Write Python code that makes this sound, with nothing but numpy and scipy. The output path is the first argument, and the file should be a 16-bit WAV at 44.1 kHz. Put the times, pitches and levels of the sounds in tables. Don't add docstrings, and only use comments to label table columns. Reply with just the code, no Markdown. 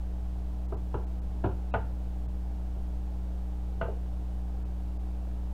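import sys
import numpy as np
from scipy import signal
from scipy.fft import rfft, irfft
from scipy.io import wavfile
from scipy.ndimage import uniform_filter1d

SR = 44100
rng = np.random.default_rng(int(sys.argv[2]) if len(sys.argv) > 2 else 0)


def wrap_up_sound(samples):
    columns = np.atleast_2d(samples).T
    tamed = np.clip(columns, -1, 1)
    steps = np.round(tamed * 32767).astype(np.int16)
    wavfile.write(sys.argv[1], SR, steps)


def magnitude_from_level(level_db):
    exponent = np.asarray(level_db, float) / 20
    return 10 ** exponent


N = 243917


def rms_one(x):
    return x / np.sqrt(np.mean(x ** 2) + 1e-20)


def drift(rate_hz):
    steps = rng.standard_normal(400)
    return np.interp(np.arange(N) / SR * rate_hz, np.arange(400), steps) * 1.22


def gain_at(spectrum, size):
    hz, level_db = np.transpose(spectrum)
    grid_hz = np.maximum(np.fft.rfftfreq(size, 1 / SR), 1)
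    return magnitude_from_level(np.interp(np.log(grid_hz), np.log(hz), level_db, left=-60, right=-80))


def coloured(spectrum):
    white = rfft(rng.standard_normal(N))
    return rms_one(irfft(white * gain_at(spectrum, size=N), N))


def even_burst(shape):
    burst = rfft(shape * rng.standard_normal(len(shape)))
    return burst / np.sqrt(uniform_filter1d(np.abs(burst) ** 2, size=10))


def low_pass(x, hz, order):
    return signal.sosfilt(signal.butter(order, hz, fs=SR, output="sos"), x)


def placed(sound, s, level_db):
    out, at = np.zeros(N + len(sound)), round(s * SR)
    out[at:at + len(sound)] = magnitude_from_level(level_db) * sound / np.abs(sound).max()
    return out[:N]


# multiple of the mains frequency, level in dB rms.
HUM_HARMONICS = [(1, -33.3), (2, -54.7), (3, -47.7), (4, -62.8), (5, -56.7), (6, -76), (7, -65.4)]


def hum():
    mains_hz, start_rad, skew_rad = 59.9837, .915, .068
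    turn = 2 * np.pi * mains_hz * np.arange(N) / SR + start_rad
    out = np.zeros(N)
    for k, db in HUM_HARMONICS:
        lead = skew_rad * k * k if k % 2 else -np.pi / 2 + 2 * skew_rad * k
        out += np.sqrt(2) * magnitude_from_level(db) * np.cos(k * turn + lead)
    return out


# frequency in Hz, density in dB per Hz.
RUMBLE_SPECTRUM = [(4, -1), (14, 3), (22, -18), (30, 1), (42, -14.5), (75, -12), (100, -7), (125, -12),
                   (160, -18.5), (230, -19), (270, -24), (380, -31), (500, -41)]


def rumble():
    return magnitude_from_level(-46 + 1.04 * drift(8.3)) * coloured(RUMBLE_SPECTRUM)


# frequency in Hz, density in dB per Hz.
AIR_SPECTRUM = [(300, 2.5), (450, -0.5), (600, 1), (780, 2), (900, -3.5), (1100, -9), (1500, -13.5),
                (2000, -18.5), (3000, -19.5), (4500, -23.5), (7000, -26.5), (11000, -30.5), (16000, -32),
                (20000, -42)]


def air():
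    return magnitude_from_level(-55 + 0.077 * drift(3.02)) * coloured(AIR_SPECTRUM)


def whine():
    centre_hz, width_hz, level_db = 12000, 150, -86.5
    band_hz = [centre_hz - width_hz / 2, centre_hz + width_hz / 2]
    narrow = signal.butter(1, band_hz, "band", fs=SR, output="sos")
    return magnitude_from_level(level_db) * rms_one(signal.sosfilt(narrow, rng.standard_normal(N)))


def kitchen(x):
    t60_s, wall_cut_hz, level_db = 0.24, 1900, -13
    t = np.arange(round(.9 * SR)) / SR
    decay = magnitude_from_level(-60 * t / t60_s) * np.clip(t / 0.0016, 0, 1)
    tail = irfft(even_burst(decay), len(t)) * (t < .7)
    tail = low_pass(tail, wall_cut_hz, order=1)
    tail = tail / np.sqrt(np.sum(tail ** 2))
    return magnitude_from_level(level_db) * signal.fftconvolve(x, tail)[:N]


def tilt(hz, tilt_db):
    return tilt_db * np.log2(np.clip(hz, 480, 1600) / 700)


def ring(force, hz, t60_s):
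    r, w = magnitude_from_level(-60 / (t60_s * SR)), 2 * np.pi * hz / SR
    return signal.lfilter([0, np.sin(w)], [1, -2 * r * np.cos(w), r * r], force + 1e-18)


def struck(modes, push, tilt_db, spread_db):
    body = 0
    for hz, db, t60_s in modes:
        uneven = push * rng.standard_normal(len(push))
        touching = rng.random(len(push)) < .06
        mode = ring(uneven * touching, hz, t60_s)
        level_db = db + tilt(hz, tilt_db) + spread_db * rng.standard_normal()
        body = body + magnitude_from_level(level_db) * mode / np.abs(mode).max()
    return body


# frequency in Hz, level in dB, t60 in seconds.
COUNTER_MODES = [(98, -3, 0.23), (125, -17.5, 0.23), (134, -15.5, 0.103), (196, -10, 0.243)]


def counter_thump(push):
    return struck(COUNTER_MODES, push, 0, spread_db=2)


# frequency in Hz, level in dB, t60 in seconds.
GLASS_MODES = [(2150, -5, .03), (2330, -5, .03), (2500, -3, .03), (2690, 0, .04), (2860, -1, .03),
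               (3070, -2, .03), (3300, -4, .03), (3550, -7, .025), (3850, -9, .02), (4300, -13, .02)]


def glass_tick(push):
    return struck(GLASS_MODES, push, 0, spread_db=2)


def slap(spectrum, push, tilt_db):
    clutter_t60_s, clutter_db, clutter_cut_hz = 0.15, -0.5, 7500
    t = np.arange(len(push)) / SR
    swell = np.clip(t / 0.0023, 0, 1)
    dull = 1 / np.sqrt(1 + (np.fft.rfftfreq(len(t), 1 / SR) / clutter_cut_hz) ** 2)
    contact = even_burst(np.sqrt(push))
    clutter = magnitude_from_level(clutter_db) * dull * even_burst(magnitude_from_level(-60 * t / clutter_t60_s) * swell)
    tilted = [(hz, db + tilt(hz, tilt_db)) for hz, db in spectrum]
    burst = irfft((contact + clutter) * gain_at(tilted, size=len(t)), len(t))
    return burst * swell * (t < .3)


def dish(blows, modes, colour, slap_db, tick_db, rebound_db):
    body, bright = np.zeros(N), np.zeros(N)
    t = np.arange(round(.4 * SR)) / SR
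    gaps_s = np.diff([row[0] for row in blows], prepend=-1)
    for (s, peak_db, thump_db, rattle_s, tilt_db), gap_s in zip(blows, gaps_s):
        push = np.clip(t / 0.0013, 0, 1) ** 2 * np.exp(-t / rattle_s * 2)
        body += placed(struck(modes, push, tilt_db, spread_db=-1.0), s, peak_db)
        body += placed(counter_thump(push), s + .003, peak_db + thump_db)
        is_rebound = gap_s < .1
        bright += placed(glass_tick(push), s, peak_db + tick_db + rebound_db * is_rebound)
        bright += placed(slap(colour, push, tilt_db), s, peak_db + slap_db)
    return low_pass(body, 1800, order=4) + low_pass(bright, 5600, order=4)


# start in seconds, peak in dB, counter thump in dB re peak,
# rattle length in seconds, tilt in dB per octave.
SHOVE_BLOWS = [
    (.7215, -30, -7, 0.0082, 0),
    (.941, -24.5, -6, 0.0075, 0.5),
    (1.439, -23, -0.5, 0.0093, 2.5),
    (1.457, -31.5, -18, 0.0053, -8),
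    (1.512, -41.5, -22, 0.0061, 0),
    (2.762, -43.5, 4, 0.014, -6.5),
]
# frequency in Hz, level in dB, t60 in seconds.
LOADED_DISH_MODES = [(290, 4.5, 0.058), (329, 5, 0.05), (404, -1.5, 0.14), (496, 3, 0.071),
                     (552, -18, 0.13), (630, 0.5, 0.033), (731, -8, 0.17), (840, 2, 0.053),
                     (1026, -35, 0.021), (1093, -1.5, 0.025), (1200, -20, 0.034), (1356, -1.5, 0.051),
                     (1567, -18, 0.056), (1660, -17, 0.037)]
# frequency in Hz, density in dB per Hz.
SHOVE_SLAP_SPECTRUM = [(130, -48), (220, -12), (300, -1.5), (410, 1), (580, -5), (760, -5), (930, -5.5),
                       (1230, -17), (1600, -17), (1950, -44), (2250, -34.5), (2900, -31), (4200, -54),
                       (6500, -83)]


def shoves():
    return dish(SHOVE_BLOWS, LOADED_DISH_MODES, SHOVE_SLAP_SPECTRUM, slap_db=1.0, tick_db=-36, rebound_db=19)


# start in seconds, peak in dB, counter thump in dB re peak,
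# rattle length in seconds, tilt in dB per octave.
KNOCK_BLOWS = [
    (1.7385, -19, -9.5, 0.0086, 1),
    (3.8115, -24, -5.5, 0.0076, -0.2),
    (3.882, -32.5, -7, 0.006, -19.5),
]
# frequency in Hz, level in dB, t60 in seconds.
RIM_MODES = [(410, -3, 0.12), (478, 2.5, 0.04), (558, 6, 0.034), (668, 3.5, 0.097), (718, 5, .08),
             (780, -28, 0.05), (886, 3.5, 0.1), (906, -3, 0.08), (990, -12, 0.12), (1205, -26, 0.068),
             (1232, -7, 0.054), (1432, -3, 0.02), (1494, 3.5, 0.075), (1890, -15, 0.21)]
# frequency in Hz, density in dB per Hz.
KNOCK_SLAP_SPECTRUM = [(130, -54), (220, -12), (340, -24.5), (450, 5), (590, -4), (700, -1.5), (900, -8),
                       (1080, -11), (1450, -6), (1700, -18), (2100, -23), (2900, -22.5), (5000, -53),
                       (6500, -84)]


def knocks():
    return dish(KNOCK_BLOWS, RIM_MODES, KNOCK_SLAP_SPECTRUM, slap_db=0.5, tick_db=-25, rebound_db=-9)


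def scene():
    blows = shoves() + knocks()
    in_room = blows + kitchen(blows)
    background = hum() + rumble() + air() + whine()
    return (in_room + background)[None]


# time step number, lowest lost frequency in Hz, # centres in Hz of two narrow
TREBLE_LOSSES = [(31, 1450, 1750, 2050), (35, 1950, 1950, 4000), (49, 1700, 2400, 4050),
                 (56, 1550, 1550, 2900), (80, 1700, 2600, 3850), (106, 1850, 1850, 3500),
                 (217, 2500, 2500, 2500), (233, 1700, 2200, 4900)]


def lose_treble(x):
    step_s, first_centre_s, fade_s, survivor_boost = 1024 / 48000, .0133, .014, .7
    x, t = x.copy(), np.arange(N) / SR
    for step, low_hz, *kept_hz in TREBLE_LOSSES:
        centre_s = first_centre_s + step * step_s
        hold_s = .003 * any(0 < row[0] - centre_s < step_s for row in KNOCK_BLOWS)
        near = np.abs(t - centre_s) < .05
        size = near.sum()
        hz = np.fft.rfftfreq(size, 1 / SR)
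        outside_kept = np.all([np.abs(hz - k) > 90 for k in kept_hz], axis=0)
        removed = (hz > low_hz) * np.where(outside_kept, 1, -survivor_boost)
        treble = irfft(rfft(x[near] * np.hanning(size) ** .25) * removed, size)
        away_s = np.abs(t[near] - centre_s - hold_s / 2) - hold_s
        lost = np.cos(np.pi / 2 * np.clip(away_s / fade_s, 0, 1)) ** 2
        x[near] -= lost * treble
    return x


def band_limit(x):
    return signal.sosfilt(signal.butter(12, 15830, fs=SR, output="sos"), x)


def record(dry):
    cutoff_hz, offset = 15750, -.0065
    x = lose_treble(dry[0])
    x = irfft(rfft(x) * (np.fft.rfftfreq(N, 1 / SR) < cutoff_hz), N)
    mix = (x + offset)[None]
    return band_limit(mix)


dry = scene()
out = record(dry)
wrap_up_sound(out)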